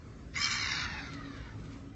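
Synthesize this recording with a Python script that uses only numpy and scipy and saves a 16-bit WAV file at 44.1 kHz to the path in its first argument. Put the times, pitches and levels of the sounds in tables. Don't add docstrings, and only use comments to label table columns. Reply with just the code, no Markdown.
import sys
import numpy as np
from scipy import signal
from scipy.fft import rfft, irfft, next_fast_len
from scipy.io import wavfile
from scipy.ndimage import uniform_filter1d, map_coordinates

SR = 44100
rng = np.random.default_rng(int(sys.argv[2]) if len(sys.argv) > 2 else 0)


def store_wav(level_fs):
    pcm = np.round(np.clip(np.atleast_2d(level_fs), -1, 1) * 32767)
    wavfile.write(sys.argv[1], SR, pcm.T.astype(np.int16))


N = 85995

# (time [s], level before flutter [dB], treble shelf [dB], lowest windpipe resonance [Hz],
# base frequency of the dips [Hz], mouth closing [0-1])
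HISS_COURSE = [(.333, -60, 2, 930, 3150, .4), (0.343, -49.5, -3, 950, 3190, 0.33),
               (.351, -47.5, -1, 963, 3260, 0.5), (0.356, -37, -3.5, 1037, 3210, 0.26),
               (.378, -35.5, -0.5, 1106, 3260, 0), (.4, -34.5, -2.5, 1156, 3430, 0),
               (.445, -30.5, -0.5, 1151, 3410, 0), (.49, -35, -9.5, 1168, 3340, 0),
               (.52, -32, 1.5, 1152, 3372, 0.02), (.555, -34, -2, 1149, 3400, 0.02),
               (.585, -35, -4.5, 1147, 3420, 0.16), (.63, -36, -4.5, 1133, 3376, 0.22),
               (.72, -35, -2.5, 1026, 3267, 0.35), (.835, -36.5, -4, 1003, 3080, 0.61),
               (.87, -40.5, -8.5, 953, 3050, 0.83), (1.0, -43, -8, 835, 2960, 0.79),
               (1.07, -46.5, -6, 700, 2870, 0.71), (1.1, -47, -5, 682, 2710, 1),
               (1.2, -47.5, -13, 640, 2800, 0.99), (1.35, -52, -8.5, 565.5, 2730, 0.84),
               (1.5, -56.5, -12.5, 476, 2580, 0.68), (1.57, -66, -5, 428, 2600, 0.98)]
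# (multiple of the lowest [ratio], width [Hz], level with mouth open [dB],
# half closed [dB], closed [dB])
WINDPIPE = [(1.0, 51, -1, -8.5, -3.5), (1.99, 71, 4, -11, 7.5), (2.72, 55, 4, -8.5, 7),
            (3.65, 220, -3.5, -5, -16.5), (4.4, 420, -4, -8.5, -23), (4.8, 160, 1.5, -6.5, -30),
            (5.4, 80, -3.5, -2, -18), (6.38, 640, 3.5, -21, -5.5)]
# (frequency [Hz], width [Hz], level with mouth open [dB],
# half closed [dB], closed [dB])
BEAK_RESONANCES = [(1450, 500, -12, -5, -13), (1800, 200, -5, -5, -8), (2050, 70, -1, 0, -10),
                   (2250, 300, -10, -4, -11), (2800, 400, -11, -8, -18), (3700, 90, -14, -6, -3),
                   (3950, 350, -12, -3, -12), (4550, 500, -14, -6, -11), (5500, 700, -11, -9, -16),
                   (6400, 900, -22, -16, -22)]
# (multiple of the base dip frequency [ratio], width before breathing [Hz],
# gain with mouth open [dB], half closed [dB], closed [dB])
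HISS_DIPS = [(.768, 148, -16.5, 3, -3.5), (.99, 310, -22.5, -34.5, -5), (1.352, 300, -38, 5, 0.5),
             (1.65, 128.7, -26.5, -1.5, -2), (1.97, 200, -14, -22, -10.5)]
# (mouth open [Hz], half closed [Hz], closed [Hz])
TRACT_TOP_HZ = (6690, 6650, 6230)
# (time [s], rate before waver [Hz], depth of the puffs [ratio])
THROAT_FLUTTER = [(.35, 77, .2), (.44, 76, .7), (.52, 74, .4), (.62, 65, .6), (.72, 63, .6), (.9, 60, .1)]
# (time [s], peak of the envelope [dB])
FOOTFALLS = [(.975, -61), (1.139, -52), (1.374, -55.5), (1.601, -62), (1.658, -59), (1.73, -56),
             (1.795, -71)]
# (frequency [Hz], relative level [dB])
SNOW_SPECTRUM = [(400, -8), (1200, -2.5), (2200, 2), (4500, -1.5), (8000, -10.5)]
# (time [s], level [dB])
STREET_COURSE = [(0.0, -50), (0.276, -48), (0.884, -43.5), (0.9, -45), (1.216, -45.5), (1.548, -48),
                 (1.568, -44), (1.726, -47.5), (1.95, -48.5)]
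# (frequency [Hz], relative level [dB])
RUMBLE_SPECTRUM = [(20, -28.5), (33, -10.5), (48, 0.5), (60, 1.5), (110, -2), (170, -7.5), (250, -6),
                   (320, -11), (420, -15.5), (500, -19), (650, -23.5)]
# (frequency [Hz], relative level [dB])
AIR_SPECTRUM = [(350, -7), (600, -3), (900, -6), (1280, 2.5), (1600, -5.5), (2300, -6.5), (2900, -13),
                (5000, -14.5), (7000, -17.5), (8000, -17.5)]
# (time [s], level [dB])
AIR_COURSE = [(0, -60.5), (.3, -61.5), (1.6, -60), (1.76, -56.5), (1.82, -60), (1.95, -64)]
# (frequency [Hz], width [Hz], level [dB])
ENGINE_LINES = [(57.5, 4.7, -64), (75.6, 5.1, -59.5), (106.65, 5.2, -54), (156.9, 15, -57),
                (233.6, 18, -61)]
# (time [s], level [dB])
DRONE_COURSE = [(0, -73.5), (.3, -56.5), (.55, -65.5), (.65, -53), (.8, -60.5), (.96, -66.5), (1.03, -48.5),
                (1.085, -59), (1.14, -46), (1.2, -52), (1.28, -44), (1.36, -50.5), (1.44, -60.5),
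                (1.53, -73.5), (1.58, -54), (1.9, -52.5), (1.95, -62)]

LOW_EDGE, TREBLE_HZ, BREATH_DB = 0.76, 3160, -16
PIPE_THIRD_RISES = 0.32
PUFF_HZ, PUFF_WIDE_HZ, PUFF_DB, PUFF_FADE_S, PUFF_S = 2100, 200, 8, .016, 0.368
BREAK_DB, BREAK_RATE = 1.5, 30
DIP_WANDER_HZ, DIP_BREATHE_DB, DIP_RATE = 40, 2.5, 20
DIP_SQUARE = 3
RASP_DB, RASP_RATE, PATCHY_DB = 1.5, 700, 2.5
FLUTTER_WAVER_HZ, FLUTTER_NARROW, SNAP_DB = 2.5, 6, -11
STEP_RISE_S, STEP_FALL_S, GRAINS_DB = 0.014, 0.014, 3
RUMBLE_DB = -1
DRONE_HZ, DRONE_WAVER_HZ, DRONE_FLICKER_DB = 276.9, 2.66, 1.5
STREET_ECHO_DB, STREET_T60_S = -28, .3
TOP_HZ, TOP_SOFT_HZ = 8050, 7800
FRAME, HOP = 1024, 256


def swan():
    level_db = curves(HISS_COURSE)[0]
    rate, depth = curves(THROAT_FLUTTER)
    cycles = np.cumsum(rate + FLUTTER_WAVER_HZ * wobble(30)) / SR
    puffs = 1 + depth * np.exp(FLUTTER_NARROW * (np.cos(2 * np.pi * cycles) - 1))
    clicks = unit(np.diff(np.floor(cycles), prepend=0))
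    snaps = depth * amp(SNAP_DB) * clicks
    rasp = amp(RASP_DB * wobble(RASP_RATE))
    air = rng.standard_normal(N) * rasp * puffs
    hiss = shaped(unit(air) + snaps, tract, PATCHY_DB)
    start, end = HISS_COURSE[0][0], HISS_COURSE[-1][0]
    sounding = np.abs(np.arange(N) / SR - (start + end) / 2) < (end - start) / 2
    return hiss * amp(level_db) * sounding


def tract(f, t):
    _, treble_db, low, dip, shut = curves(HISS_COURSE, t)

    def by_mouth(values):
        return np.interp(shut, [0, .5, 1], values)

    def mix(db):
        return amp(2 * by_mouth(db))

    def drift(rate):
        return np.interp(t, np.arange(N) / SR, wobble(rate))

    def mode(hz, width, db):
        swell = amp(2 * BREAK_DB * drift(BREAK_RATE))
        return mix(db) * swell * peak(f, hz, width) ** 2

    power = amp(2 * BREATH_DB)
    for i, (multiple, width, *db) in enumerate(WINDPIPE):
        rise = PIPE_THIRD_RISES * shut * (i == 2)
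        power = power + mode(low * (multiple + rise), width, db)
    for hz, width, *db in BEAK_RESONANCES:
        power = power + mode(hz, width, db)
    puff_course = np.exp(-np.abs(t - PUFF_S) / PUFF_FADE_S)
    power = power + amp(2 * PUFF_DB) * puff_course * peak(f, PUFF_HZ, PUFF_WIDE_HZ) ** 2

    for multiple, width, *db in HISS_DIPS:
        centre = multiple * dip + DIP_WANDER_HZ * drift(DIP_RATE)
        breathing_width = width * amp(DIP_BREATHE_DB * drift(DIP_RATE))
        shape = np.exp(-np.abs(2 * (f - centre) / breathing_width) ** DIP_SQUARE)
        power = power * mix(db) ** shape

    power = power / (1 + (LOW_EDGE * low / (f + 1)) ** 16)
    power = power * amp(2 * treble_db / (1 + (TREBLE_HZ / (f + 1)) ** 8))
    power = power * (f < TOP_HZ) / (1 + (f / by_mouth(TRACT_TOP_HZ)) ** 40)
    return np.sqrt(np.abs(power) / power.mean(0))


def feet():
    t = np.arange(N) / SR
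    envelope = np.zeros(N)
    for start, db in FOOTFALLS:
        time_constant = np.where(t < start, STEP_RISE_S, STEP_FALL_S)
        envelope += amp(db) * np.exp(-np.abs(t - start) / time_constant)
    grains = rng.standard_normal(N) * amp(GRAINS_DB * wobble(440))
    return envelope * unit(coloured(grains, SNOW_SPECTRUM))


def echo(x):
    t = np.arange(SR // 2) / SR
    tail = rng.standard_normal(SR // 2) * amp(-60 * t / STREET_T60_S)
    delayed = np.pad(x, (600, 0))
    return signal.fftconvolve(delayed, tail / np.linalg.norm(tail))[:N]


def street():
    level_db, = curves(STREET_COURSE)
    rumble_spectrum = RUMBLE_SPECTRUM + [(900, -54.5)]
    rumble = amp(level_db + RUMBLE_DB) * patchy_noise(rumble_spectrum, patchy_db=1.5)
    air = amp(curves(AIR_COURSE)[0]) * patchy_noise(AIR_SPECTRUM, patchy_db=3)
    return rumble + air + engine_lines() * amp(level_db - level_db.mean()) + engine_drone()


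def engine_lines():
    lines = np.zeros(N)
    for hz, width, db in ENGINE_LINES:
        line = filtered(rng.standard_normal(N), lambda f: peak(f, hz, width))
        lines += amp(db) * unit(line)
    return lines


def engine_drone():
    level_db = curves(DRONE_COURSE)[0] + DRONE_FLICKER_DB * wobble(20)
    hz = DRONE_HZ + DRONE_WAVER_HZ * wobble(12)
    return np.sqrt(2) * amp(level_db) * np.sin(2 * np.pi * np.cumsum(hz) / SR)


def patchy_noise(spectrum, patchy_db):
    noise = shaped(rng.standard_normal(N), lambda f, t: 1, patchy_db)
    return unit(coloured(noise, spectrum))


def coloured(x, spectrum):
    return filtered(x, lambda hz: amp(along(spectrum, hz)) * (hz < TOP_HZ))


def peak(f, centre, width):
    return (f * width) ** 2 / ((centre * centre - f * f) ** 2 + (f * width) ** 2)


def shaped(x, gain, patchy_db):
    hz, t, z = signal.stft(x, SR, nperseg=FRAME, noverlap=FRAME - HOP)
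    field = uniform_filter1d(rng.standard_normal(z.shape), size=3, axis=0)
    field = uniform_filter1d(field, size=12, axis=1)
    z = z * gain(hz[:, None], t) * amp(patchy_db * unit(field))
    return signal.istft(z, SR, nperseg=FRAME, noverlap=FRAME - HOP)[1][:N]


def filtered(x, response):
    m = next_fast_len(N + SR // 2)
    return irfft(rfft(x, m) * response(np.fft.rfftfreq(m, 1 / SR)), m)[..., :N]


def wobble(rate):
    knots = rng.standard_normal(int(N * rate / SR) + 4)
    return map_coordinates(knots, [np.arange(N) * rate / SR])


def curves(rows, t=None):
    times, *columns = np.transpose(rows)
    t = np.arange(N) / SR if t is None else t
    return [np.interp(t, times, column) for column in columns]


def along(points, hz):
    f, db = np.transpose(points)
    return np.interp(np.log(hz + 1), np.log(f + 1), db, left=-120)


def amp(db):
    return 10 ** (np.asarray(db) / 20)


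def unit(x):
    return x / np.sqrt(np.mean(np.abs(x) ** 2) + 1e-20)


def scene():
    near = swan() + feet()
    mono = near + amp(STREET_ECHO_DB) * echo(near) + street()
    return np.array([mono, mono])


def record(dry):
    return filtered(dry, lambda hz: (hz < TOP_HZ) / np.sqrt(1 + (hz / TOP_SOFT_HZ) ** 24))


dry = scene()
out = record(dry)
store_wav(out)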